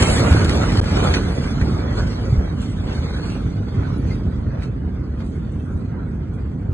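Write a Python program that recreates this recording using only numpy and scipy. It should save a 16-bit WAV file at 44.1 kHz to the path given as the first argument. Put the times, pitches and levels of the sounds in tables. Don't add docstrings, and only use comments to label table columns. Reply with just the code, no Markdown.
import sys
import numpy as np
from scipy import signal
from scipy.fft import rfft, irfft, dct, next_fast_len
from scipy.io import wavfile
from scipy.ndimage import uniform_filter1d

SR = 44100
rng = np.random.default_rng(int(sys.argv[2]) if len(sys.argv) > 2 else 0)


def file_out(sig):
    cols = np.atleast_2d(sig).T
    lim = np.clip(cols, -1, 1)
    pcm = np.round(lim * 32767).astype(np.int16)
    wavfile.write(sys.argv[1], SR, pcm)


def boost_factor(decibels):
    exponent = np.asarray(decibels, float) / 20
    return 10 ** exponent


N = 296855

# pitch_hz, level_db
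RUMBLE = [(12, -36), (20, -30), (29, -35), (46, -0.5), (75, 2), (244, -8.5), (289, -12), (322, -16.5),
          (438, -21.5), (496, -27), (800, -39), (1040, -42), (1760, -120)]
# pitch_hz, level_db
DIFFUSE = [(30, -40), (100, -22.5), (200, -17), (400, -7), (800, -5.5)]
# pitch_hz, level_db
ROAR = [(130, -25), (250, 1.5), (380, 0), (500, -1), (750, -8), (970, -10), (1440, -6.5), (1780, -15),
        (2100, -17), (2800, -39.5), (3600, -58)]
# pitch_hz, level_db
ROAR_APART = [(260, -39.5), (450, -4), (486, 0.5), (650, -3.5), (830, -3.5), (1510, -9.5), (2420, -20),
              (2800, -21.5), (3640, -42.5), (6160, -120)]
# pitch_hz, level_db
EARLY = [(350, -24.5), (600, -0.5), (850, 1), (1300, -9), (1800, -3.5), (2300, -5), (3200, -14),
         (4500, -29.5)]
# pitch_hz, level_db
HISS = [(1500, -28), (2300, 6), (2700, -2.5), (3300, 2), (4000, -2.5), (4350, -1.5), (4520, 2),
        (4700, -3.5), (5800, -5.5), (6600, -11.5), (8000, -31.5)]
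# pitch_hz, level_db
FIZZ = [(4500, -29), (5800, -15.5), (6600, -6.5), (7400, -2), (8500, -3), (9500, -7), (10500, -6),
        (11600, -12), (12000, -65)]
# pitch_hz, level_db
KNOCK = [(300, -16.5), (700, -11.5), (1400, -2), (2200, 4), (3200, -29.5)]

# first_db, last_db, time_constant_s
SINK_RUMBLE = (-16, -27., 1.92)
SINK_ROAR = (-23, -52, 2.51)
SINK_EARLY = (-30, -70.5, 1.5)
SINK_HISS = (-34.5, -83.5, 5.11)
SINK_FIZZ = (-42, -84.5, 3.4)
# centre_s, half_length_s, lift_db
SWELLS = [(0.104, 0.12, -2.5), (0.369, 0.23, 1), (0.658, 0.063, -3), (0.776, 0.063, 0.5), (0.89, 0.022, -9),
          (1.05, 0.19, 1.5), (1.341, 0.044, -4.5), (1.486, 0.03, -4.5), (1.696, 0.13, 3),
          (2.024, 0.12, 2.5), (2.145, 0.049, -3.5), (2.305, .04, 3), (2.412, 0.042, 5), (2.46, 0.074, -2),
          (2.992, 0.06, 3), (3.078, 0.056, -0.5), (3.112, 0.018, 2), (3.273, 0.0094, -1.5),
          (3.477, 0.091, 3), (3.607, 0.013, 9), (3.722, 0.054, -0.5), (3.791, 0.044, 6.5),
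          (4.037, 0.27, 4.5), (4.282, 0.05, 5), (4.484, 0.027, 6.5), (4.869, 0.084, 2), (5.664, 0.054, -3),
          (5.752, 0.088, 3), (5.953, .04, 1.5), (6.724, 0.085, 1.5)]
# centre_s, half_length_s, lift_db, extra_treble_db
WAVES = [(0.001, 0.1, 3, 1), (0.109, 0.17, -5, 18.5), (0.316, 0.1, -2, 6.5), (0.482, 0.042, 0.5, -2.5),
         (0.795, 0.02, 2.5, 2), (0.839, 0.036, -6.5, 2.5), (1.028, 0.18, 7, -4), (1.165, 0.04, 5.5, 0.5),
         (1.614, 0.11, 1.5, -8), (1.862, 0.13, 3, -12), (1.995, 0.072, 4.5, 3), (2.102, 0.072, 1.5, 7.5),
         (2.55, 0.11, -2, -5.5), (2.645, 0.17, -2, 12), (2.768, 0.082, -4.5, 1.5), (3.044, 0.42, 5, 2),
         (2.95, 0.044, 0.5, 3.5), (3.312, 0.15, 2.5, 8), (3.845, 0.2, 6.5, -5), (4.115, 0.11, 4.5, 5.5),
         (4.548, 0.13, 5, -8.5), (4.644, 0.072, 0.5, 15.5), (4.927, 0.9, 0, -5.5), (5.202, 0.034, 4, 0),
         (5.31, 0.25, -1.5, 13.5), (5.518, 0.13, 2, -1.5), (5.717, 0.037, 2, -1), (5.97, 0.08, 3, -11),
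         (6.37, 0.14, 2, -3), (6.74, 0.013, 17, 7)]
TAKES_ROAR = (1, 0.022)
TAKES_HISS = (1.17, 0.46)
TAKES_FIZZ = (1, 0.7)

# start_s, level_db, pitch_hz
BOOMS = [(0.121, -7, 75.4), (0.31, -2, 78), (0.345, -12, 89), (0.376, -12, 130), (0.424, -26, 121),
         (0.462, -17.5, 113), (0.514, -16, 80), (0.68, -13.5, 59), (0.724, -7.5, 123), (0.78, -5.5, 86.4),
         (0.82, -10, 96.6), (0.883, -15, 148), (1.088, -14.5, 58), (1.619, -7, 68.6), (1.707, -11, 141),
         (2.024, -13, 61.4), (2.292, -11, 95), (2.324, -4, 112.4), (2.376, -6, 61.3), (2.55, -15, 130),
         (3.482, -32, 86), (3.574, -12, 90.5), (3.767, -11.5, 105), (3.933, -19, 118), (4.049, -11.5, 94),
         (4.27, -13.5, 60), (4.382, -13, 82), (4.478, -18.5, 85), (4.559, -20, 154), (4.659, -19, 138),
         (4.95, -24.5, 180), (5.011, -17, 117), (5.585, -18.5, 100), (5.683, -28, 154), (6.544, -25, 139.5),
         (6.687, -13.5, 83)]
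# start_s, level_db, pitch_hz
THUDS = [(0.026, -3.5, 423), (0.2, -9, 306), (0.247, -30, 328), (0.281, -2, 540), (0.347, 1.5, 348),
         (0.45, -1.5, 334), (0.521, -14, 360), (0.591, -17, 355), (0.616, -4.5, 292), (0.678, -12, 305),
         (0.718, -16, 323), (0.751, -5.5, 322), (0.809, -8, 302), (0.838, -13, 560), (0.938, -32, 303.6),
         (1.011, -29, 357), (1.026, -4.5, 393), (1.146, -26, 398), (1.26, -7.5, 345.5)]
# start_s, level_db, t60_s, knock_db, fizz_db
CLATTER = [(0.024, -2, 0.024, -18, -11), (0.4448, -12, 0.029, -13, -11), (0.4934, -12.5, 0.03, 11, -11.5),
           (0.5214, -50, 0.025, 10, -33), (0.6724, -33, 0.046, 3, -13), (0.6933, -23, 0.03, 8, -20),
           (0.7165, -33, 0.015, -1, -13), (0.733, -30, 0.02, 3, -11), (0.7487, -35, 0.022, 1.5, -17),
           (0.7706, -18, 0.056, 2.5, -14), (0.817, -42, 0.017, -5, -13), (0.8395, -30, 0.046, 14, -8),
           (1.038, -39, 0.16, 3, 4.5), (1.137, -15, 0.13, 10.5, -24), (1.611, -27.5, 0.088, 15.5, -16),
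           (1.9854, -38, 0.034, 2, -4), (2.297, -41, 0.099, -2, -10), (2.6154, -41, 0.079, -4, 1),
           (2.918, -37.5, 0.11, -6, -27), (3.2966, -27.5, 0.038, -4, -19), (4.1103, -56, 0.06, 8, -23),
           (4.62, -35.5, 0.053, 9, -15), (4.632, -38, 0.059, 5, -12), (5.2025, -44, 0.071, 3, -23),
           (5.252, -53, 0.22, -11, -3), (5.52, -57, 0.05, -5, 6), (5.8154, -60, 0.061, 14, -13),
           (5.857, -53, 0.06, 8, -22), (6.331, -54.5, 0.2, 6, -3), (6.6194, -58, 0.062, 10, -6)]
# start_s, level_db, pitch_hz, t60_s
CHINKS = [(.022, -30, 7050, 0.046), (.022, -32, 4200, .05), (.055, -20, 2140, .06), (.44, -32, 6450, .04),
          (.488, -33, 8020, 0.056), (.488, -31, 4340, .05), (.688, -30, 2970, .04), (.77, -29, 3020, .04),
          (1.03, -20, 724, .07), (1.985, -28, 1540, 0.068), (4.625, -46, 6050, .05),
          (1.138, -19, 1890, 0.041), (3.24, -42, 2425, 0.18), (3.975, -52, 9430, 0.15),
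          (4.108, -29, 2084, 0.075), (5.205, -43, 900, 0.091), (5.201, -51, 4600, 0.044),
          (5.204, -47, 3160, 0.034), (5.53, -68, 3800, 0.15)]
# (pitch_hz, level_db)
GLASS = [
    (5.51, 0.38, -1.5, [(6110, -83), (6422, -100), (6998, -82), (7510, -97), (7725, -85), (8306, -84), (8603, -86), (8942, -90), (9114, -85), (9335, -93), (9808, -87), (10691, -99), (10977, -89), (11149, -99)]),
    (6.08, 0.11, -1.2, [(6476, -83), (6950, -95), (7843, -100), (7903, -83), (8156, -85), (8775, -103)]),
]
# time_s, level_db
SCRAPE = [
    (2.75, -86.5),
    (2.88, -52),
    (3.1, -49),
    (3.3, -57),
    (3.55, -60.5),
    (3.7, -84.5),
]

# pitch_hz, left_lead_rad, likeness (0-1)
PORTS = [(1890, 0.76, 0.94), (2650, 4.3, 0), (3564, 2.11, .5), (4323, 1.74, 1), (4600, 3.1, 0.5),
         (5000, 3.5, 0.91), (5460, 3.31, 0.79), (6100, 4.46, 0.71), (6300, 4.6, .6), (6700, 5.3, .65),
         (6950, 6.2, .96), (9500, 6.35, .94), (10480, 8.4, 0.2), (11040, 9.16, 0.9)]
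# time_s, share (0-1)
FOCUS = [
    (0, 0.53),
    (.25, 0.14),
    (.32, 0.2),
    (2.8, 0.1),
    (2.88, 0.1),
    (3.269, 0.4),
    (3.33, 0),
]
# time_s, share (0-1)
OPPOSED = [
    (2.818, 0.3),
    (2.87, 0.18),
    (3.25, 0.3),
    (3.29, 0),
]
# pitch_hz, left_lead_rad
EDGE_ON = [(1890, .3), (2240, 3.6), (2580, 3.2), (3700, 3.1), (4390, 2.2), (4740, 3.1), (6200, 3.4),
           (6980, 6.2), (9910, 6.3), (11300, 9.6)]
# pitch_hz, left_over_right_db
LEAN = [(60, -0.5), (130, -1), (270, -4), (560, -1.5), (1190, -1.5), (2510, -4.5), (5290, 3), (11200, -2)]
# start_s, end_s
GAP = (.8035, .8124)

# pitch_hz, depth_db
STREAKS = [(900, 0), (1800, 2.5), (2800, 4), (4500, 4.5), (7000, 3), (11000, 3.5)]
# pitch_hz, level_db
STARVE = [(200, -36), (800, -25), (1600, -24), (2200, -16), (2700, -10), (4000, -9), (5200, -8), (6500, -7),
          (7500, -8.5), (9000, -5.5), (10300, -5), (11500, -2)]
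THINNING_BANDS = [0, 96, 108, 120, 132, 144, 160, 176, 196, 216, 240, 264, 292, *range(320, 1024, 32)]
SHARP = [
    .33,
    .45,
    .5,
    .735,
    .755,
    .79,
    .825,
    .845,
    5.205,
]
# centre_s, half_length_s, depth_db
THRIFT = [
    (.13, 0.26, 4),
    (.6, 0.082, 0.5),
    (1.02, 0.22, 2),
    (1.25, 0.099, 1),
    (3.05, 0.23, 7),
]
# pitch_hz, share (ratio)
THRIFT_SHARE = [(2450, 0), (2560, 1.8), (3100, 1.4), (3700, .6), (4600, .4), (5600, 1), (6250, 1.4),
                (6300, 0)]


def evened(x):
    return x / np.sqrt(np.mean(x ** 2) + 1e-20)


def smoothed(x, width):
    return uniform_filter1d(uniform_filter1d(x, width), width)


def read(points, hz):
    f, value = np.transpose(points)
    return np.interp(np.log(hz + 1), np.log(f + 1), value)


def add(mix, s, sound):
    part = mix[..., round(s * SR):][..., :sound.shape[-1]]
    part += sound[..., :part.shape[-1]]


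def bumps(rows):
    out = np.zeros((len(rows[0]) - 2, N))
    for s, half, *db in rows:
        at = slice(max(round((s - half) * SR), 0), round((s + half) * SR))
        hump = np.cos(np.pi / 2 * (np.arange(N)[at] / SR - s) / half) ** 2
        add(out, at.start / SR, np.outer(db, hump))
    return out


def level(sink, humps, takes):
    first_db, last_db, seconds = sink
    sinking_db = last_db + (first_db - last_db) * np.exp(-np.arange(N) / SR / seconds)
    return boost_factor(sinking_db + np.dot(takes, bumps(humps)))


def flutter(depth_db, seconds):
    noise = rng.standard_normal(N)
    return boost_factor(depth_db * evened(smoothed(noise, max(int(seconds * SR), 2))))


def patchy(x, depth_db, bins, frames):
    z = signal.stft(x, nperseg=512)[2]
    noise = rng.standard_normal(z.shape[-2:])
    field = uniform_filter1d(noise, max(int(bins), 1), axis=0)
    field = evened(uniform_filter1d(field, max(int(frames), 1), axis=1))
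    return signal.istft(z * boost_factor(depth_db * field), nperseg=512)[1][..., :N]


def echoes(per_s, spread_db):
    arrive, sign, big = rng.random((3, N), np.float32)
    at = np.flatnonzero(arrive < per_s / SR)
    size_db = spread_db * np.minimum(-np.log(1 - big[at]), 5)
    out = np.zeros(N)
    out[at] = np.sign(sign[at] - .5) * boost_factor(size_db)
    return out


def coloured(x, *spectra):
    hz = abs(np.fft.fftfreq(16384, 1 / SR))
    gain_db = np.maximum(sum(read(s, hz) for s in spectra), -100)
    log_gain = np.log(boost_factor(gain_db))
    taps = np.fft.ifft(np.exp(np.conj(signal.hilbert(log_gain)))).real[:6000]
    return signal.oaconvolve(x, taps)[:len(x)]


def ports(alike, apart):
    return np.array([alike + apart, alike - apart])


def port_pair(x, other):
    size, t = next_fast_len(N), np.arange(N) / SR
    hz = np.fft.rfftfreq(size, 1 / SR)
    f, lead, same = np.transpose(PORTS)
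    same = np.clip(np.interp(hz, f, same), 0, 1)
    left = rfft(x, size)
    turned = np.exp(-1j * np.interp(hz, f, lead)) * left
    mixed = same * turned + np.sqrt(1 - same ** 2) * rfft(other, size)
    focus = np.clip(np.interp(t, *np.transpose(FOCUS)), 0, 1)
    right = focus * irfft(turned, size)[:N] + (1 - focus) * irfft(mixed, size)[:N]
    edge_on = irfft(np.exp(-1j * np.interp(hz, *np.transpose(EDGE_ON))) * left, size)[:N]
    opposed = np.clip(np.interp(t, *np.transpose(OPPOSED)), 0, 1)
    return np.array([x, opposed * edge_on + (1 - opposed) * right])


def rattle(spectrum, per_s, spread_db):
    return port_pair(*(evened(coloured(echoes(per_s, spread_db), spectrum)) for _ in range(2)))


def hiss(waver):
    coarse = rattle(HISS, per_s=15000, spread_db=4.0) * level(SINK_HISS, WAVES, TAKES_HISS) * boost_factor(5.5)
    fine = rattle(FIZZ, per_s=13000, spread_db=3.5) * level(SINK_FIZZ, WAVES, TAKES_FIZZ) * boost_factor(0.5)
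    return patchy(coarse + fine, depth_db=3.0, bins=3.5, frames=9.5) * waver


def scrape(hz=4420., width_hz=200.):
    t = np.arange(N) / SR
    grit = uniform_filter1d(rng.standard_normal((2, N)), max(int(SR / width_hz), 2), axis=1)
    tone = evened(grit[0] * np.cos(2 * np.pi * hz * t) + grit[1] * np.sin(2 * np.pi * hz * t))
    return tone * boost_factor(np.interp(t, *np.transpose(SCRAPE))) * [[1], [-.6]]


def shards():
    out, t = np.zeros(N), np.arange(SR // 2) / SR
    for s, db, hz, t60 in CHINKS:
        decay = boost_factor(db - 60 * t / max(t60, .02))
        add(out, s, decay * np.sin(2 * np.pi * hz * t) * (1 - np.exp(-t / 0.0031)))
    for s, length, db, partials in GLASS:
        u = np.arange(int(length * SR)) / SR
        edges = signal.windows.tukey(len(u), .25)
        for hz, line_db in partials:
            touch = evened(smoothed(rng.standard_normal(SR), 900))[:len(u)]
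            fade = boost_factor(db + line_db + 12.5 - 7.0 * u / length)
            add(out, s, fade * touch * np.sin(2 * np.pi * hz * u) * edges)
    return out * boost_factor([[1.2], [-1.2]])


def clatter():
    grit = [rattle(colour, per_s=5000, spread_db=4.5) for colour in (HISS, KNOCK, FIZZ)]
    shape, t = np.zeros((3, N)), np.arange(SR // 2) / SR
    for s, db, t60, knock_db, fizz_db in CLATTER:
        parts_db = np.array([[-6.], [knock_db - 15.5], [fizz_db - 5.5]])
        decay = boost_factor(db + parts_db - 60 * t / max(t60, .02))
        add(shape, s, decay * (1 - np.exp(-t / 0.0015)))
    return sum(g * s for g, s in zip(grit, shape))


def thuds():
    out = np.zeros(N)
    for s, db, hz in THUDS:
        turns = np.arange(int(5 * SR / hz)) * hz / SR
        shape = (1 - np.exp(-turns / 0.24)) * np.exp(-turns / 0.71)
        add(out, s, boost_factor(db - 2.0) * np.sin(2 * np.pi * turns) * shape)
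    return out * boost_factor([[-1.], [1.]])


def booms():
    out = np.zeros(N)
    for s, db, hz in BOOMS:
        turns = np.arange(int(4 * SR / hz)) * hz / SR
        shape = 5.3 * turns / 0.39 * np.exp(-turns / 0.61)
        add(out, s, boost_factor(db - 12.5) * np.sin(2 * np.pi * turns) * shape)
    return out


def early(waver):
    alike, apart = (evened(coloured(echoes(per_s=4000, spread_db=3.5), EARLY)) for _ in range(2))
    return ports(alike, apart * boost_factor(-2.0)) * level(SINK_EARLY, WAVES, (.8, .1)) * waver


def roar(waver):
    alike = evened(coloured(echoes(per_s=6000, spread_db=2.5), ROAR))
    apart = evened(coloured(echoes(per_s=5000, spread_db=7.0), ROAR_APART)) * boost_factor(-4.5)
    both = patchy(ports(alike, apart), depth_db=2.0, bins=4.5, frames=12.5)
    return both * level(SINK_ROAR, WAVES, TAKES_ROAR) * boost_factor(2.0) * waver ** 1.7


def rumble():
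    raw = coloured(echoes(per_s=900, spread_db=1.5), RUMBLE)
    apart = coloured(echoes(per_s=1200, spread_db=2.0), RUMBLE, DIFFUSE)
    slow = smoothed(raw ** 2, 3000) ** 0.36 * np.std(raw) ** 0.31
    late = np.roll(raw, 4)
    shared = np.array([late, raw]) / slow
    unlike = np.array([apart, -apart]) / np.std(raw)
    return (shared + unlike) * level(SINK_RUMBLE, SWELLS, [1])


def scene():
    waver = flutter(depth_db=0.66, seconds=0.02)
    echoing = rumble() + roar(waver) + early(waver) + booms() + thuds()
    return echoing + hiss(waver) + clatter() + shards() + scrape()


def thinned(x):
    lead, frames, lines = 2048 - 449, N // 1024 + 3, 1024
    pair = np.pad([x[0] + x[1], x[0] - x[1]], ((0, 0), (lead, 4096))) / 2
    n, k = np.arange(2048), np.arange(lines)
    starts = 1024 * np.arange(frames)
    hz, t = (k + .5) * SR / 2048, (starts + 1024 - lead) / SR
    window = signal.windows.kaiser_bessel_derived(2048, 4 * np.pi)
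    a, b, c, d = np.split(pair[:, starts[:, None] + n] * window, 4, axis=2)
    z = dct(np.dstack([-c[..., ::-1] - d, a - b[..., ::-1]]), 4, norm="ortho")
    depth_db = np.maximum(read(STREAKS, hz), 0)
    noise = uniform_filter1d(rng.standard_normal(z.shape[1:]), size=3, axis=0)
    streak = evened(uniform_filter1d(noise, size=3, axis=1))
    sharp = (abs(t - np.array(SHARP)[:, None]).min(0) < 512 / SR)[:, None]
    z = z * boost_factor((depth_db * streak - depth_db ** 2 * np.log(10) / 20) * ~sharp)
    power = uniform_filter1d(z ** 2, size=2, axis=1)
    own = np.searchsorted(THINNING_BANDS, k, "right") - 1
    blocks = np.add.reduceat(power, THINNING_BANDS, axis=2)
    fickle_db = 2. * evened(uniform_filter1d(rng.standard_normal(blocks.shape[1:]), size=3, axis=0))
    busy_db = np.interp(t * SR, np.arange(N), bumps(THRIFT)[0])[:, None] * read(THRIFT_SHARE, hz)
    bias_db = np.array([busy_db, -4. 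* (hz < 6280) + 0 * busy_db])
    empty_db = -8. + fickle_db + bias_db[..., THINNING_BANDS[1:] + [-1]] / 2
    full = (blocks > blocks.sum(0) * boost_factor(2 * empty_db))[..., own] | (hz < 4640)
    full = full & (hz < np.array([10950, SR])[:, None, None])
    band = np.sqrt(abs(uniform_filter1d(power.sum(0), size=28, axis=1)) + 1e-20)
    step = band * boost_factor(read(STARVE, hz) + fickle_db[:, own] + bias_db) / .6
    stepped = np.sign(z) * np.floor(abs(z) / step + .4) * step * full
    z = np.where(sharp, z, stepped)
    p, q = np.split(dct(z * (hz < 12000), 4, norm="ortho"), 2, axis=2)
    halves = np.dstack([q, -q[..., ::-1], -p[..., ::-1], -p]) * window
    halves = halves.reshape(2, frames, 2, 1024)
    whole = (halves[:, 1:, 0] + halves[:, :-1, 1]).reshape(2, -1)
    return ports(*whole[:, lead - 1024:][:, :N])


def roll_off(x):
    return signal.sosfilt(signal.butter(12, 11850, fs=SR, output="sos"), x)


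def record(dry):
    size, t = next_fast_len(N), np.arange(N) / SR
    lean = boost_factor(np.array([[.5], [-.5]]) * read(LEAN, np.fft.rfftfreq(size, 1 / SR)))
    heard = irfft(rfft(dry, size) * lean, size)[:, :N]
    overloaded = 1.385 * np.tanh(heard / 1.184)
    kept = np.clip(np.maximum((GAP[0] - t) / 0.001, (t - GAP[1]) / 0.00092), .012, 1)
    return roll_off(thinned(overloaded * kept))


dry = scene()
out = record(dry)
file_out(out)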